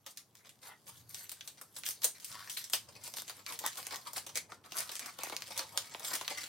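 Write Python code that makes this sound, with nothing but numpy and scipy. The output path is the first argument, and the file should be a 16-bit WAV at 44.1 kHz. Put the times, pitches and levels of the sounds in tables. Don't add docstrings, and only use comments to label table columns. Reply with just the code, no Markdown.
import sys
import numpy as np
from scipy import signal
from scipy.fft import rfft, irfft, next_fast_len
from scipy.io import wavfile
from scipy.ndimage import uniform_filter1d, map_coordinates

SR = 44100
rng = np.random.default_rng(int(sys.argv[2]) if len(sys.argv) > 2 else 0)


def generate_wav(sig):
    pcm = np.round(np.clip(np.atleast_2d(sig).T, -1, 1) * 32767).astype(np.int16)
    wavfile.write(sys.argv[1], SR, pcm)


N = 285838

# [f/Hz, relative level/dB]
HUM_SPECTRUM = [(25, -51), (45, -38), (70, -10.5), (86, -5), (100, 3.5), (118, -0.5), (220, -5),
                (450, -9.5), (1000, -12.5), (3000, -29.5), (16000, -46)]
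# [start t/s, length t/s, level/dB]
LOW_SWELLS = [(0.886, 0.3, -63), (2.31, 0.086, -63.5), (2.85, 0.21, -67)]
# [t/s, level/dB]
HANDLING_LEVELS = [(0, -83.5), (.6, -80.5), (1.04, -76.5), (1.28, -69.5), (1.68, -73.5), (1.85, -65.5),
                   (2.14, -71.5), (2.3, -56.5), (2.6, -66.5), (2.92, -73), (3.1, -59.5), (3.4, -70.5),
                   (3.8, -56), (4.27, -68.5), (4.47, -91), (4.62, -86), (4.75, -55.5), (5.06, -65.5),
                   (5.14, -66.5), (5.22, -61.5), (5.7, -60), (6.48, -57)]
# [start t/s, length t/s, level/dB, slack level/dB]
FOLD_CRUMPLES = [(0.068, 0.044, -60.5, -2.5), (0.171, 0.029, -62, -1.5), (0.352, 0.059, -69, 0),
                 (0.448, 0.021, -60.5, 6.5), (0.626, 0.06, -57.5, -2), (.872, 0.024, -53.5, -2),
                 (0.925, 0.08, -68, -7.5), (1.094, 0.043, -64.5, -15.5), (1.146, .1, -57, -7),
                 (1.295, 0.026, -65, -18), (1.452, 0.025, -65.5, -9), (1.58, 0.0098, -66, 8),
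                 (1.758, 0.028, -55.5, -12), (1.856, 0.05, -48, -10), (2.02, .014, -54, -8),
                 (2.038, 0.011, -39.5, -9), (2.147, 0.026, -63, 4), (2.504, 0.045, -55.5, -11),
                 (2.571, 0.048, -55.5, -14.5), (2.738, 0.011, -40.5, -13.5), (2.888, 0.0034, -57.5, 4.5),
                 (2.956, 0.006, -55, 4.5), (3.053, 0.019, -52, -5), (3.168, 0.03, -47.5, -4.5),
                 (3.276, 0.0095, -53.5, -4.5), (3.366, 0.04, -59.5, 3.5), (3.472, 0.081, -50, 2.5),
                 (3.605, .035, -60, 10), (3.65, 0.027, -44, 0), (3.778, 0.019, -48, -1.5),
                 (3.917, .05, -53, 3), (4.066, 0.014, -52, 0), (4.162, 0.018, -42.5, -2),
                 (4.356, 0.025, -45, 0), (4.497, .05, -62, 4), (4.652, 0.01, -57.5, 4),
                 (4.748, 0.083, -49.5, 0), (4.946, 0.029, -49.5, 0.5), (5, 0.093, -56.5, 9),
                 (5.189, 0.094, -52.5, 6), (5.323, 0.024, -54.5, 9.5), (5.505, 0.021, -53, 1),
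                 (5.557, 0.068, -53.5, 1.5), (6.044, 0.044, -45.5, 0), (6.095, 0.062, -44.5, 2),
                 (6.299, 0.024, -47, 4.5), (6.375, 0.0067, -44.5, 1), (6.416, 0.022, -47, 1.5)]
# [f/Hz, relative level/dB]
FLAP_SPECTRUM = [(60, -33.5), (170, 0), (350, -4), (560, 3.5), (950, 5), (1400, -3.5), (2200, 0),
                 (5000, -33)]
CRINKLE_SPECTRUM = [(300, -27), (1000, -14.5), (1700, -1.5), (3700, -1), (5500, -4), (7500, -4),
                    (14000, -29.5)]
FIZZ_SPECTRUM = [(1500, -31), (4500, -6.5), (6500, -6), (9000, -2), (13000, -3.5), (16000, -6.5)]
# [f/Hz, width f/Hz, relative level/dB]
PANEL_MODES = [(357, 12, -17), (484, 90, -7), (523, 47, -4), (880, 97, -12), (1017, 15, -16),
               (1260, 570, -3)]
# [t/s, strength level/dB, flap level/dB and fizz level/dB re strength, echo level/dB re snap]
CREASE_SNAPS = [(.0635, -46.5, -13, -2, 1.5), (.1731, -44, -21, -4, -1), (.353, -53.5, -13, -5.5, -6),
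                (.4925, -53, -15, -2, 0), (1.1452, -38.5, -9.5, -5.5, -3), (1.2943, -41.5, -26, 1, -7),
                (1.3168, -46.5, 0.5, 3, 1), (1.4088, -36, -20, -21, -3), (1.4759, -43.5, -5, -0.5, 0.5),
                (1.6132, -51, 7, 3, 1.5), (1.7643, -42, -2, -7, 0), (1.8352, -33, -16, -20, -4.5),
                (1.8639, -31.5, -24, -6, -4), (1.8887, -43.5, 7, 11.5, -22), (1.908, -43.5, -7, 6, -1.5),
                (2.0195, -40.5, -6, -8, -2), (2.0343, -39, -11, -7, -1), (2.0437, -30, -0.5, 7, 0),
                (2.2, -47.5, -18, -8, -2), (2.2454, -44, -20, 4, 0), (2.4974, -39.5, -26, -4, 1),
                (2.5681, -38.5, -12, -39, 8), (2.5732, -47.5, -35, 8, -32), (2.641, -45, -16, -1, 0.5),
                (2.6989, -48, -4, 2.5, -1.5), (2.7347, -24, -0.5, -4, -2.5), (3.0367, -52.5, -12, 0.5, 8),
                (3.0766, -46, 5, 0, -4), (3.1388, -42, 0, -2.5, -3.5), (3.1695, -41, -7, -3, -19),
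                (3.1845, -36, 3, -10, -20), (3.22, -44.5, 8.5, 2.5, -15), (3.2964, -38, -1, -6.5, -1),
                (3.4639, -36, -14, -9.5, -4), (3.4999, -41, 3, -23, -10), (3.5234, -41, -15, -6, -1),
                (3.5904, -37.5, -20, -1, -2), (3.6631, -31.5, -25, 2.5, -10), (3.7721, -45.5, -25, -2, 5),
                (3.8681, -41, 3.5, 3, -6), (3.9092, -40, -4, -14, -2), (3.924, -41.5, 8, -7, -2),
                (3.9433, -39, -17, -10, -20), (3.9588, -38.5, -15, -4.5, -6), (4.1331, -49, 7, 8.5, -3),
                (4.1683, -43, 13, 2, -1), (4.2649, -44.5, 5.5, -4.5, 4), (4.2921, -45.5, 3, -9, 1.5),
                (4.3562, -36.5, -10, -1, -3), (4.3735, -33, -3, 1, -17.5), (4.5211, -42.5, 9.5, -19, -7),
                (4.64, -56, -6, -17, 2), (4.7205, -39.5, -2, -9.5, -2.5), (4.769, -43, -5, 6, -0.5),
                (4.7835, -39, -10, 3.5, 3.5), (4.805, -37.5, -16, 3, -13), (4.893, -40, 2, -12, -0.5),
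                (4.9154, -46.5, 3, -1.5, 7.5), (4.9545, -39, -4, -4, -7), (4.994, -39.5, -1, 0, -3),
                (5.0596, -43.5, 5, -2.5, 1.5), (5.1882, -42.5, 7, -6, -8), (5.2345, -38, 11, 1, -4.5),
                (5.2692, -42, 12.5, -17, -9), (5.2978, -38, 8, -9, -4.5), (5.3228, -41.5, 12, -18, 2.5),
                (5.3656, -27.5, -48, -14, -7.5), (5.4211, -33.5, -5, -14, -5.5),
                (5.577, -34.5, -12, -0.5, -1), (5.5926, -30.5, -3.5, -10.5, -2),
                (5.775, -25.5, -5.5, -7, -4), (5.947, -35.5, 7, -35, -7.5), (5.9959, -50, -5, 2.5, -3),
                (6.1375, -41.5, 13, 7.5, -6), (6.153, -33.5, 1, -1, 0.5), (6.2121, -36.5, 3.5, -12, -4),
                (6.246, -48, -10, -25, 5), (6.279, -28.5, -7, -11.5, -7)]
# [start t/s, end t/s, level/dB]
FINGER_SLIDES = [(0.46, 0.46, -63), (0.649, 0.74, -52.5)]
# [f/Hz, width f/Hz, relative level/dB]
FINGERTIP_MODES = [(1014, 130, 1), (1370, 180, 2), (1910, 190, 8)]
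# [t/s, f/Hz, level/dB]
PANEL_POPS = [(1.614, 1320, -41.5), (2.049, 537, -36), (3.64, 890, -28), (3.646, 1080, -29),
              (3.663, 940, -30.5), (4.5203, 1395, -34.5), (5.326, 890, -35), (6.116, 1080, -33),
              (6.2118, 1070, -32)]
TAPE_PEEL = [(2.29, 90, -52, 1300), (2.33, 97, -43, 1330), (2.395, 97, -42, 1380), (2.43, 105, -43.5, 1580),
             (2.485, 160, -46.5, 1740), (2.51, 160, -58, 1780)]
# [multiple of its pitch, relative level/dB, decay time constant t/s]
TAPE_MODES = [(1, 0, .0018), (1.4, -4, .0009), (2.5, -5, .0007), (3.2, -3, .0006)]
# [f/Hz, t/s]
ROOM_DECAY = [(150, 0.11), (500, 0.15), (1400, 0.18), (4000, .19), (9000, 0.19), (16000, 0.14)]
# [t/s, level/dB re the echo tail]
WALL_REFLECTIONS = [(.0031, -4), (.0062, -8.5), (0.0092, -8), (0.0137, -23.5)]
# [f/Hz, level/dB]
CENTRE_COLOUR = [(200, -3), (2000, -4), (6200, 0), (7200, -2), (8000, -1.5), (9300, 1), (10300, -2.5),
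                 (11500, -4), (13200, 2.5), (15800, 0)]
SIDE_MIC_COLOUR = [(100, -12.5), (300, -16.5), (600, -16.5), (1100, -10.5), (3000, -8.5), (6000, -4.5),
                   (8800, -3.5), (11700, -2), (13500, -5), (15000, -7.5)]

HUM_DB, HUM_DB_PER_S, WAVER_DB = -68, .5, 1.9
RUSTLE_DB = -0.5
JERK_DB = 1.5
SLACK_DB, SLACK_DB_PER_S = -6.5, 1.21
FIZZ_DB, FIZZ_PER_SLACK = -3, 0.77
FLIP_S = .00065
LEAD = 64
TICK_RATE, TICK_DB, TICK_SCATTER_DB = 18, 10.5, 4.5
TICK_FLAP_DB, TICK_FIZZ_DB, TICK_ROOM_DB = -6, -7, -6.5
PEEL_FIZZ_DB = -15
ECHO_DB = -3
TOP_HZ = 15900


def amp(db):
    return 10 ** (np.asarray(db) / 20)


def unit(x):
    return x / np.sqrt(np.mean(x ** 2) + 1e-20)


def along(points, hz):
    f, v = np.transpose(points)
    return np.interp(np.log(hz + 1), np.log(f), v)


def curves(rows):
    s, *cols = np.transpose(rows)
    return [np.interp(np.arange(N) / SR, s, c) for c in cols]


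def wobble(rate, size):
    knots = rng.standard_normal(int(size * rate) + 4)
    return map_coordinates(knots, [np.arange(size) * rate])


def gate(start, end, rise_s, fall_s):
    t = np.arange(N) / SR
    before = np.minimum(t - start, 0) / rise_s
    after = np.maximum(t - end, 0) / fall_s
    return np.exp(np.maximum(before - after, -40))


def add(track, s, sound):
    start = int(np.clip(round(s * SR), 0, N - 1))
    track[..., start:start + sound.shape[-1]] += sound[..., :N - start]


def filtered(x, response):
    m = next_fast_len(N + SR // 2)
    return irfft(rfft(x, m) * response(np.fft.rfftfreq(m, 1 / SR)), m)[..., :N]


def coloured(x, gain_db, size=1024):
    cepstrum = irfft(np.log(amp(gain_db(np.fft.rfftfreq(size, 1 / SR)))))
    cepstrum[1:size // 2] *= 2
    cepstrum[size // 2 + 1:] = 0
    impulse = irfft(np.exp(rfft(cepstrum)))
    return signal.fftconvolve(x, impulse[None], axes=1)[:, :x.shape[1]]


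def highpassed(x, cut_hz):
    return signal.sosfilt(signal.butter(2, cut_hz, "highpass", fs=SR, output="sos"), x)


def resonances(modes, f):
    return sum(amp(db) * 1j * f * w / (c * c - f * f + 1j * f * w) for c, w, db in modes)


def echo(x, build_s=0.00084):
    hz, t, z = signal.stft(rng.standard_normal((2, SR // 4)), SR, nperseg=256)
    decay = amp(-60 * t / along(ROOM_DECAY, hz)[:, None])
    tail = signal.istft(z * decay, SR, nperseg=256)[1]
    tail *= 1 - np.exp(-np.arange(tail.shape[1]) / SR / build_s)
    tail /= np.linalg.norm(tail[0])
    for delay, db in WALL_REFLECTIONS:
        sample = int(delay * SR * rng.uniform(.85, 1.15))
        tail[:, sample] += amp(db) * np.array([1, rng.choice([-1, 1])])
    return signal.fftconvolve(x, tail, axes=1)


def room_tone(hiss_db=-84, swell_s=.03):
    hum = unit(filtered(rng.standard_normal((2, N)), lambda hz: amp(along(HUM_SPECTRUM, hz))))
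    low = unit(filtered(rng.standard_normal((2, N)), lambda hz: resonances([(112, 58, 0)], hz) ** 2))
    hum_db = HUM_DB + HUM_DB_PER_S * np.arange(N) / SR + WAVER_DB * wobble(2 / SR, N)
    swells = sum(amp(db) * gate(s, s + length, swell_s, swell_s) for s, length, db in LOW_SWELLS)
    return amp(hum_db) * hum + swells * low + amp(hiss_db) * rng.standard_normal((2, N))


def voices(db, slack_db):
    fizz_db = db + FIZZ_DB - FIZZ_PER_SLACK * slack_db
    return amp(np.vstack([db + slack_db, db, fizz_db])) ** 2


def buckles(rate, spread_db, life_s, spectrum, ripple_db, count=6):
    shower = np.zeros((2, N))
    t = np.arange(SR // 100) / SR
    for _ in range(count):
        strength = amp(spread_db * np.minimum(rng.exponential(size=N), np.log(20)))
        struck = rng.random(N) < rate / count / SR
        kicks = struck * strength * rng.choice([-1, 1], N)
        facet = rng.standard_normal((2, len(t))) * np.exp(-t / life_s)
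        facet /= np.linalg.norm(facet, axis=1, keepdims=True)
        shower += signal.oaconvolve(kicks[None], facet, axes=1)[:, :N]
    z = signal.stft(shower, nperseg=256)[2]
    drift = uniform_filter1d(uniform_filter1d(rng.standard_normal(z.shape[1:]), 5, 0), 16, 1)
    shower = signal.istft(z * amp(ripple_db * unit(drift)), nperseg=256)[1][:, :N]
    return unit(coloured(shower, lambda hz: along(spectrum, hz)))


def rustle(rise_s=0.0029, fall_s=0.0029, room_db=-2, count=24):
    handling_db = curves(HANDLING_LEVELS)[0] + RUSTLE_DB
    power = voices(handling_db, SLACK_DB + SLACK_DB_PER_S * np.arange(N) / SR)
    for start, length, db, slack_db in FOLD_CRUMPLES:
        power += voices(db, slack_db) * gate(start, start + length, rise_s, fall_s)
    jerks = unit(amp(JERK_DB * wobble(110 / SR, N)))
    flap_level, crinkle_level, fizz_level = np.sqrt(power) * jerks
    flap = buckles(rate=1300, spread_db=3, life_s=0.00078, spectrum=FLAP_SPECTRUM, ripple_db=6.0)
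    flap = unit(filtered(flap, lambda hz: amp(-6.5) + resonances(PANEL_MODES, hz)))
    crinkle = buckles(rate=1300, spread_db=9.0, life_s=0.00041, spectrum=CRINKLE_SPECTRUM, ripple_db=3.5)
    fizz = buckles(rate=1500, spread_db=5.5, life_s=0.00021, spectrum=FIZZ_SPECTRUM, ripple_db=3.5)
    direct = flap_level * flap + crinkle_level * crinkle + fizz_level * fizz
    track = direct.copy()
    for part in np.array_split(np.arange(N), count):
        add(track, part[0] / SR, amp(room_db) * echo(direct[:, part]))
    return track


def snap(db, flap_db, fizz_db, shiver_db=-23, shiver_s=0.0037, ripple_db=2.5, size=2048):
    t = np.arange(size) / SR
    flip = 2 * t / FLIP_S * np.exp(-2 * t / FLIP_S)
    envelope = flip + amp(shiver_db) * np.exp(-t / shiver_s)
    spectrum = rfft(np.roll(rng.standard_normal((2, size)) * envelope, LEAD, axis=1))
    burst = irfft(spectrum / np.abs(spectrum) ** (2 / 3))
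    burst *= amp(db + 26.5) / np.linalg.norm(burst, axis=1, keepdims=True)
    hollow = [(hz, flap_db + level) for hz, level in [(50, -21), (200, -14.0), (500, -3), (950, 1.0)]]
    colour = hollow + [(1700, -2.0), (4200, -0.8), (8500, fizz_db + 1.5), (16000, fizz_db - 7.0)]
    return coloured(burst, lambda hz: along(colour, hz) + ripple_db * wobble(1 / 20, len(hz)))


def bending(x, lag_s=0.00496, corner_hz=750):
    return filtered(x, lambda hz: np.exp(-2j * np.pi * lag_s * corner_hz * np.arctan(hz / corner_hz)))


def snaps(rows):
    track = np.zeros((2, N))
    for s, db, flap_db, fizz_db, room_db in rows:
        sound = snap(db, flap_db, fizz_db)
        add(track, s - LEAD / SR, sound)
        add(track, s - LEAD / SR, amp(room_db) * echo(sound))
    return bending(track)


def ticks():
    draws = rng.random((int(TICK_RATE * N / SR), 2))
    times = draws[:, 0] * N / SR
    scatter_db = TICK_SCATTER_DB * (2 * draws[:, 1] - 1)
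    levels = np.interp(times, *np.transpose(HANDLING_LEVELS)) + TICK_DB + scatter_db
    return [(s, db, TICK_FLAP_DB, TICK_FIZZ_DB, TICK_ROOM_DB) for s, db in zip(times, levels)]


def slides(rise_s=0.0046, fall_s=0.0037):
    grain_spectrum = [(400, -5), (900, 6.5), (2200, -10), (5000, -12)]
    grain = buckles(rate=1000, spread_db=1.0, life_s=0.00045, spectrum=grain_spectrum, ripple_db=4.0)
    pressure = sum(amp(db) * gate(start, end, rise_s, fall_s) for start, end, db in FINGER_SLIDES)
    direct = pressure * unit(filtered(grain, lambda hz: resonances(FINGERTIP_MODES, hz)))
    return direct + amp(ECHO_DB) * echo(direct)[:, :N]


def pops(life_s=0.0028, overtone_db=-9, overtone=1.285, cut_hz=300):
    track, t = np.zeros((2, N)), np.arange(SR // 25) / SR
    for s, hz, db in PANEL_POPS:
        ring = np.sin(2 * np.pi * hz * t) + amp(overtone_db) * np.sin(2 * np.pi * hz * overtone * t)
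        pop = amp(db) * ring * np.exp(-t / life_s) * np.array([[1], [.5]])
        add(track, s, pop)
        add(track, s, amp(ECHO_DB) * echo(pop))
    return highpassed(track, cut_hz)


def tape(scatter_db=3.5, glue_s=0.0011, cut_hz=900):
    rate, db, pitch = curves(TAPE_PEEL)
    turns = np.floor(np.cumsum(rate * (1 + .1 * wobble(60 / SR, N))) / SR)
    slips = np.flatnonzero(np.diff(turns))
    peeling = (slips > TAPE_PEEL[0][0] * SR) & (slips < TAPE_PEEL[-1][0] * SR)
    direct, t = np.zeros((2, N)), np.arange(SR // 100) / SR
    for i in slips[peeling]:
        pluck = np.zeros(len(t))
        for multiple, level, life in TAPE_MODES:
            hz = multiple * pitch[i] * rng.normal(1, 0.095)
            pluck += amp(level) * np.exp(-t / life) * np.sin(2 * np.pi * hz * t)
        glue = amp(PEEL_FIZZ_DB) * np.exp(-t / glue_s) * rng.standard_normal((2, len(t)))
        slip = pluck * np.array([[1], [.5]]) + glue
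        add(direct, i / SR, amp(db[i] + rng.normal(0, scatter_db)) * slip)
    direct = highpassed(direct, cut_hz)
    return direct + amp(ECHO_DB) * echo(direct)[:, :N]


def scene(bass_hz=120):
    paper = snaps(CREASE_SNAPS) + pops() + rustle() + slides() + tape() + snaps(ticks())
    paper = highpassed(paper, bass_hz)
    mid, side = paper + room_tone()
    mid = filtered(mid, lambda hz: amp(along(CENTRE_COLOUR, hz)))
    side = filtered(side, lambda hz: amp(along(SIDE_MIC_COLOUR, hz)))
    return np.array([mid + side, mid - side]) * amp([[.3], [-.3]])


def record(dry):
    return filtered(dry, lambda hz: hz < TOP_HZ)


dry = scene()
out = record(dry)
generate_wav(out)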